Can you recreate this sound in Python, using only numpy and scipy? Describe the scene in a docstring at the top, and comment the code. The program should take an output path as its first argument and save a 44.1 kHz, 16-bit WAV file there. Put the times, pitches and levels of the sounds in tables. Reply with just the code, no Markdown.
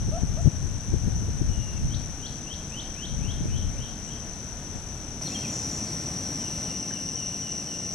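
"""A wooded lake from a kayak: open water, then a hard cut to a view of the nearer bank.
Cicadas whine in the trees, their timbal clicks ringing their bodies, over a soft hiss of air and leaves.
On open water one insect trills and gusts buffet the microphone ports. Songbirds whistle and chip
from the bank and echo in the wood; a water bird hoots twice. Camera electronics sing faintly throughout."""
import sys
import numpy as np
from scipy import signal
from scipy.fft import rfft, irfft, next_fast_len
from scipy.io import wavfile

SR = 44100
rng = np.random.default_rng(int(sys.argv[2]) if len(sys.argv) > 2 else 0)


def dump_mix(stems):
    """Bounce the given channels to the path in sys.argv[1] as a 16-bit WAV at rate SR."""
    frames = np.atleast_2d(stems).T  # one column per channel
    limited = np.clip(frames, -1, 1)  # hard clip at full scale
    pcm = np.round(limited * 32767).astype(np.int16)
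    wavfile.write(sys.argv[1], SR, pcm)


N = 350154
N_FFT = next_fast_len(N)
TIME_S, BIN_HZ = np.arange(N) / SR, np.fft.rfftfreq(N_FFT, 1 / SR)


def from_db(db):
    """Decibels to gain."""
    return 10 ** (np.asarray(db) / 20)


def unit_rms(x):
    """Scale to unit rms."""
    return x / np.sqrt(np.mean(x ** 2) + 1e-20)


def per_bin(rows):
    """Columns of a spectrum table at every bin, interpolated in log frequency."""
    hz, *columns = np.transpose(rows)
    return [np.interp(np.log(BIN_HZ + 1), np.log(hz), column) for column in columns]


def white():
    """Spectra of two independent noises at 0 dB per Hz."""
    return rfft(rng.standard_normal((2, N_FFT))) * np.sqrt(SR / 2)


def to_sound(spectrum):
    """Bins to samples."""
    return irfft(spectrum, N_FFT)[..., :N]


def shaped_noise(spectrum):
    """Two independent noises of one spectral shape, unit rms."""
    return unit_rms(to_sound(white() * from_db(per_bin(spectrum)[0])))


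def pan(left_db):
    """Constant-power stereo gains; left_db is left minus right."""
    gains = from_db(np.array([[1], [-1]]) * left_db / 2)
    return gains / np.sqrt(np.mean(gains ** 2, axis=0))


def blend(pair, coherence):
    """Mix two independent signals into partly coherent left and right."""
    mid, side = np.sqrt(1 + coherence) * pair[0], np.sqrt(1 - coherence) * pair[1]
    return (mid + side * [[1], [-1]]) / np.sqrt(2)


def lagged(spectra, lead_ms):
    """Sound from the left reaches the right port later."""
    return spectra * np.exp(-2j * np.pi * BIN_HZ * lead_ms / 1000 * np.array([[0], [1]]))


def drift(rate_hz, samples=N):
    """Random wander, spread near 1."""
    knots = rng.standard_normal(6000)
    return np.interp(TIME_S[:samples] * rate_hz, np.arange(len(knots)), knots)


def gust_envelope(start_s, hold_s, release_s, attack_s=.054):
    """Rises to 1 at start_s, holds, decays."""
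    early, late = (start_s - TIME_S) / attack_s, (TIME_S - start_s - hold_s) / release_s
    return np.exp(-np.clip(np.maximum(early, late), 0, 20))


# Air and leaf spectrum per view: freq_hz, density_db
OPEN_AIR = [(30, -59.5), (80, -61), (220, -65), (400, -76), (700, -77.5), (1200, -85), (1550, -82),
            (2100, -87.5), (3200, -86.5), (4500, -90), (6900, -91.5), (7600, -91.5), (9000, -92.5),
            (11400, -97.5)]
BANK_AIR = [(30, -71.5), (90, -61), (190, -60.5), (290, -65), (400, -73), (650, -74.5), (1200, -82),
            (2200, -83.5), (3700, -85.5), (5000, -85.5), (6800, -88), (8300, -81), (8900, -89),
            (11400, -92)]
# Its stereo image: freq_hz, coherence, left_db
OPEN_IMAGE = [(60, 0.86, 1.5), (220, 1, 1), (700, 0.9, 0), (1180, 0.78, 1), (1540, 0.53, -3.5),
              (2200, 0.59, 0), (3980, 0.17, 0.5), (7500, 0.13, 5), (10000, 0.4, 0)]
BANK_IMAGE = [(60, 0.97, 1.1), (200, 1, .7), (700, 0.92, 1), (1500, 0.66, 0.82), (2600, 0.62, 1.1),
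              (3900, .35, 1), (5200, 0.65, 2.3), (8200, .3, 3.8), (10000, 0.27, .8)]


def air(spectrum, image, lead_ms):
    """Distant air, leaves and hiss: coherent in the bass, diffuse in the treble."""
    coherence, left_db = per_bin(image)
    noise = lagged(blend(white(), coherence), lead_ms)
    return to_sound(noise * pan(left_db) * from_db(per_bin(spectrum)[0]))


def electronics_whine(level_db, left_db, pitch_hz=7867.1, frames_per_s=29.97):
    """Thin tone from the camera's electronics; its sign flips every frame."""
    flips = np.tanh(10 * np.sin(np.pi * frames_per_s * TIME_S))
    return from_db(level_db) * pan(left_db) * unit_rms(flips * np.sin(2 * np.pi * pitch_hz * TIME_S))


def wood(call, wet_db, t60_s, left_db, lead_ms, scatter=.35, reed_decay_s=.008):
    """Reeds blur a call by a few ms; trunks and leaves return fading echoes."""
    t = TIME_S[:SR]
    reeds = rng.standard_normal(SR) * np.exp(-t / reed_decay_s)
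    reeds *= np.sqrt(scatter / np.sum(reeds ** 2))
    blurred = np.sqrt(1 - scatter) * call + signal.fftconvolve(call, reeds)[:N]
    direct = np.array([blurred, np.interp(TIME_S - lead_ms / 1000, TIME_S, blurred)])
    tail = blend(rng.standard_normal((2, SR)), coherence=.6)
    tail *= from_db(-60 * t / t60_s) * (1 - np.exp(-t / .011))
    tail /= np.sqrt(np.sum(tail ** 2) / 2)
    echoes = signal.fftconvolve(call[None], tail, axes=1)[:, :N]
    return pan(left_db) * (direct + from_db(wet_db) * echoes)


# Cicada body resonance per view: freq_hz, density_db
OPEN_CICADA_BODY = [(5200, -88.5), (5400, -84), (5550, -74), (5750, -71), (5950, -67.5), (6100, -69.5),
                    (6280, -77.5), (6400, -81.5), (6520, -97)]
BANK_CICADA_BODY = [(5150, -77.5), (5350, -74), (5550, -62.5), (5720, -60), (5850, -56), (6030, -63),
                    (6200, -66.5), (6400, -77.5), (6520, -87)]


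def cicadas(body, gain_db, scatter, coherence, left_db, lead_ms, clicks_per_s=260, count=10):
    """Timbals buckle in fast uneven click trains that ring the body; foliage smears a share."""
    clicks = np.zeros((2, N))
    for k in range(count):
        rate_hz = clicks_per_s * rng.uniform(.6, 1.4) * (1 + .05 * drift(20))
        cycles = np.cumsum(rate_hz) / SR + rng.random()
        at = np.flatnonzero(np.diff(np.floor(cycles)))
        clicks[k % 2, at] += rng.choice([-1, 1], len(at)) * (1 + 2 * rng.random(len(at)))
    direct = rfft(unit_rms(clicks), N_FFT) * np.sqrt(SR / 2)
    chorus = blend(np.sqrt(1 - scatter) * direct + np.sqrt(scatter) * white(), coherence)
    outside_hz = np.abs(BIN_HZ - np.clip(BIN_HZ, body[0][0], body[-1][0]))
    chorus *= from_db(gain_db + per_bin(body)[0] - .066 * outside_hz)
    return to_sound(lagged(chorus, lead_ms)) * pan(left_db)


def insect_trill(gain_db=-52, strokes_per_s=45.3, top_hz=6434, bottom_hz=5550, duty=.8):
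    """One insect above the chorus: each wing stroke scrapes a fresh falling note."""
    stroke, within = np.divmod(np.cumsum(strokes_per_s * (1 + .006 * drift(3))) / SR, 1)
    progress = np.minimum(within / duty, 1)
    hz = (top_hz + (bottom_hz - top_hz) * progress ** 2) * (1 + .00883 * drift(400))
    cycles = np.cumsum(hz) / SR + rng.random(N)[stroke.astype(int)]
    swell = np.sqrt(np.abs(np.sin(np.pi * progress)))
    trill = from_db(gain_db) * unit_rms(swell * np.sin(2 * np.pi * cycles))
    return wood(trill, wet_db=-7, t60_s=.35, left_db=9, lead_ms=.014)


# Gusts at the ports: start_s, hold_s, release_s, relative_db
GUSTS = [(0.014, .45, 0.027, -30), (0.578, .17, 0.11, -32), (0.915, 0.53, 0.31, -28),
         (1.743, 0.17, 0.21, -31), (3.15, 0.43, 0.26, -31.5), (4.147, 0.11, .2, -44)]
# Turbulence spectra: freq_hz, relative_db
LARGE_EDDIES = [(20, 3.5), (45, 3.5), (90, 3), (150, -1.5), (230, -13), (330, -28), (480, -35), (900, -52),
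                (2000, -70)]
SMALL_EDDIES = [(20, -4), (60, 7.5), (160, 4.5), (300, -6.5), (450, -15.5), (800, -36.5), (2000, -60)]


def wind(gain_db, lump_db, lumps_per_s, brighten, lull_db=-52.5, windward_db=6.5):
    """Separate turbulence at each port, left windward; small eddies grow faster with speed."""
    gusts = [from_db(db) * gust_envelope(*timing) for *timing, db in GUSTS]
    gust_db = np.maximum(20 * np.log10(np.max(gusts, axis=0)), lull_db)
    small_db = brighten * (gust_db + 15.5) - 6.5
    flow = shaped_noise(LARGE_EDDIES) + shaped_noise(SMALL_EDDIES) * from_db(small_db)
    lumps = unit_rms(from_db(lump_db * np.array([drift(lumps_per_s), drift(lumps_per_s)])))
    return flow * lumps * pan(windward_db) * from_db(gust_db + gain_db)


# Strongest single eddies: peak_s, relative_db, left_db
EDDY_HITS = [(0.085, -10, -8), (0.234, -13.5, 6.5), (0.458, -10.5, 11), (0.476, -4.5, 13),
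             (0.939, -7.5, 14), (1.08, -8.5, 11), (1.229, -15, 6), (1.29, -13.5, 11), (1.418, -12, 14.0),
             (3.41, -15, 17), (3.456, -14, 4), (4.759, -21, 8), (6.659, -31, 0.5)]


def buffets(gain_db, rise_s, fall_s):
    """Fast eddies hit the ports: short thumps, brighter than the steady flow."""
    push = sum(from_db(db) * pan(left_db) * gust_envelope(peak_s, 0, fall_s, rise_s)
               for peak_s, db, left_db in EDDY_HITS)
    return from_db(gain_db) * push * shaped_noise(SMALL_EDDIES)


def add_whistle(track, start_s, hz, gain, octave_db):
    """Add a sine with a weak octave to the track."""
    phase = 2 * np.pi * np.cumsum(hz) / SR
    tone = np.sqrt(2) * gain * (np.sin(phase) + from_db(octave_db) * np.sin(2 * phase))
    start = int(np.clip(start_s * SR, 0, N))
    track[start:start + len(tone)] += tone[:N - start]


def glided(notes, ratios):
    """Expand each note's pitch to start, middle and end pitches."""
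    return [(start_s, length_s, *(hz * np.array(ratios)), db) for start_s, length_s, hz, db in notes]


def arcs(notes, waver, octave_db=-40):
    """Whistles that glide through three pitches, swelling and fading."""
    track = np.zeros(N)
    for start_s, length_s, *pitches_hz, level_db in notes:
        n = int(length_s * SR)
        parabola = np.polyfit([0, .5, 1], pitches_hz, 2)
        hz = np.polyval(parabola, np.linspace(0, 1, n)) * (1 + waver * drift(293, n))
        add_whistle(track, start_s, hz, from_db(level_db) * signal.windows.tukey(n, .6), octave_db)
    return track


# Far bird's two-note figure: offset_s, length_s, pitch_hz, level_db
FAR_FIGURE = [(0, .115, 2865, -49.5), (.16, .07, 2770, -54.5)]


def far_bird(start_s=6.385, period_s=.255, count=6, loudest_s=7.15, fade_db_per_s=4):
    """A long falling note and a short soft one, repeated steadily, loudest in mid-song."""
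    notes = [(at_s + offset_s, length_s, hz, db - fade_db_per_s * abs(at_s - loudest_s))
             for at_s in start_s + period_s * np.arange(count)
             for offset_s, length_s, hz, db in FAR_FIGURE]
    call = arcs(glided(notes, ratios=(1.13, 1, .945)), waver=.014)
    return wood(call, wet_db=0, t60_s=.75, left_db=.5, lead_ms=-.015)


def drooping_bird(start_s=1.48, length_s=.315, pitch_hz=2920, sag_hz_per_s=520, bend_hz=220):
    """One thin whistle that sags, swells and bends down at its end."""
    call, t = np.zeros(N), np.arange(0, length_s, 1 / SR)
    hz = pitch_hz - sag_hz_per_s * t - bend_hz * np.exp((t - length_s) / .018)
    hz *= 1 + .003 * drift(290, len(t))
    level_db = -55 + 3 * (t / length_s) ** 2
    add_whistle(call, start_s, hz, from_db(level_db) * signal.windows.tukey(len(t), .1), octave_db=-36)
    return wood(call, wet_db=-10, t60_s=.4, left_db=1, lead_ms=0)


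# Small bird's chips: start_s, length_s, pitch_hz, level_db
CHIPS = [(.4, .03, 7400, -50), (.45, .04, 7400, -56), (2.255, .014, 7400, -51), (2.332, .014, 7400, -49),
         (2.696, 0.012, 7930, -46), (4.042, .014, 7400, -48), (4.066, .032, 7700, -51),
         (4.756, .012, 7500, -44)]


def chipping_bird():
    """Thin rising chips on the left."""
    call = arcs(glided(CHIPS, ratios=(.89, 1, 1.01)), waver=.037)
    return wood(call, wet_db=-5, t60_s=.3, left_db=15, lead_ms=.04)


# High lisps: start_s, length_s, pitch_hz, level_db
LISPS = [(5.25, 0.16, 6940, -50), (5.45, .17, 7100, -47.5), (5.67, .15, 7020, -48.5)]


def lisping_bird():
    """Three buzzy falling notes, mostly echo."""
    call = arcs(glided(LISPS, ratios=(1.015, .96, .82)), waver=.029)
    return wood(call, wet_db=4, t60_s=.64, left_db=2, lead_ms=-.009)


# Water bird's hoots: start_s, length_s, pitch_hz, level_db
HOOTS = [(.106, .1, 676, -33.5), (.362, .056, 663, -37)]


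def water_bird():
    """Two rising hoots, low enough that the reeds barely blur them."""
    call = arcs(glided(HOOTS, ratios=(.8, 1, 1.03)), waver=.02, octave_db=-20)
    return wood(call, wet_db=-12, t60_s=.31, left_db=.5, lead_ms=.045, scatter=.034)


# Song phrase: start_s, length_s, start_hz, middle_hz, end_hz, level_db
PHRASE = [(5.252, .034, 4030, 4320, 3950, -41), (5.305, 0.054, 2420, 2750, 2900, -48),
          (5.344, .024, 3210, 3223, 3150, -36.5), (5.425, 0.045, 2780, 2560, 2100, -46)]
# Bird ticks: start_s, length_s, pitch_hz, level_db
TICKS = [(5.274, 0.011, 3700, -42), (5.612, 0.016, 5700, -36), (5.862, 0.023, 4800, -47),
         (6.905, 0.01, 1750, -44.5)]


def bank_birds():
    """One short whistled phrase from the near bank, and quick falling ticks."""
    call = arcs(PHRASE + glided(TICKS, ratios=(1.19, .97, .86)), waver=.012, octave_db=-36)
    return wood(call, wet_db=-2, t60_s=.55, left_db=1, lead_ms=-.008)


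# Rising whistles: flick_s, level_db
UPSLURS = [(1.944, -44.5), (2.264, -42), (2.539, -40), (2.803, -37), (3.056, -38.5), (3.312, -40.5),
           (3.569, -42), (3.838, -42.5), (4.12, -46.5)]
# Their shared gesture: from_flick_s, pitch_hz, relative_db
UPSLUR_GESTURE = [(-.17, 1800, -19), (-.09, 2480, -18), (-.05, 2950, -7.5), (-.02, 3200, -3.5),
                  (-.006, 3310, .5), (0, 3650, -5), (.005, 4150, -11.5), (.01, 5100, -19)]


def upslurs(waver=.013, flutter_db=2.5, attack_s=.018, sag_per_note=.0033):
    """Rising whistles, each with a longer run-up; the closing flick weakens as the bird tires."""
    track = np.zeros(N)
    from_flick_s, pitch_hz, shape_db = np.transpose(UPSLUR_GESTURE)
    for k, (flick_s, level_db) in enumerate(UPSLURS):
        run_up_s, flick_db = .058 + .015 * k, 15.75 - 1.8 * k
        t = np.arange(-run_up_s, from_flick_s[-1], 1 / SR)
        hz = (1 - k * sag_per_note) * np.interp(t, from_flick_s, pitch_hz)
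        hz *= 1 + waver * drift(250.5, len(t))
        effort_db = np.interp(t, from_flick_s, shape_db) + np.interp(t, [-.004, .008], [0, flick_db])
        effort_db += flutter_db * drift(134, len(t))
        edges = np.minimum((t + run_up_s) / attack_s, 1) * signal.windows.tukey(len(t), .08)
        add_whistle(track, flick_s - run_up_s, hz, from_db(level_db + effort_db) * edges, octave_db=-27)
    return track


def lead_songbird(turn_span_s=(2.6, 3.4)):
    """Sings the upslurs and turns away midway: less direct sound, more echo."""
    call, turned = upslurs(), np.interp(TIME_S, turn_span_s, [0, 1])
    facing = wood(call * np.sqrt(1 - turned), wet_db=-3, t60_s=.45, left_db=1, lead_ms=.05)
    away = wood(call * turned * from_db(-3.5), wet_db=3, t60_s=.5, left_db=1, lead_ms=.05)
    return facing + away


def scene(cut_s=5.213, calm_db=-1.8, breeze_db=1.14):
    """Open water, then the bank, where a breeze stirs the trees; birds and whine span the cut."""
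    far_chorus = cicadas(OPEN_CICADA_BODY, gain_db=.64, scatter=.49, coherence=.62,
                         left_db=11, lead_ms=.037)
    near_chorus = cicadas(BANK_CICADA_BODY, gain_db=-2.5, scatter=.48, coherence=.9,
                          left_db=4, lead_ms=.019)
    trill = insect_trill()
    ports = wind(gain_db=4, lump_db=3.5, lumps_per_s=20, brighten=.59)
    ports += buffets(gain_db=-6.5, rise_s=.0079, fall_s=.0078)
    open_water = air(OPEN_AIR, OPEN_IMAGE, lead_ms=.02) + far_chorus + trill + ports
    breeze = gust_envelope(start_s=5.2, hold_s=1.47, release_s=.14)
    air_gain = from_db(calm_db + (breeze_db - calm_db) * breeze)
    bank = air_gain * air(BANK_AIR, BANK_IMAGE, lead_ms=.01) + near_chorus
    birds = (lead_songbird() + drooping_bird() + bank_birds() + lisping_bird()
             + far_bird() + chipping_bird() + water_bird())
    whine = electronics_whine(level_db=-62.5, left_db=20)
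    return np.where(TIME_S < cut_s, open_water, bank) + birds + whine


def record(dry, low_cut_hz=22, high_cut_hz=11800):
    """The microphone drops the deepest rumble; the top is cut steeply."""
    sound = signal.sosfilt(signal.butter(2, low_cut_hz, "high", fs=SR, output="sos"), dry)
    return signal.sosfilt(signal.ellip(14, .1, 80, high_cut_hz, fs=SR, output="sos"), sound)


dry = scene()
out = record(dry)
dump_mix(out)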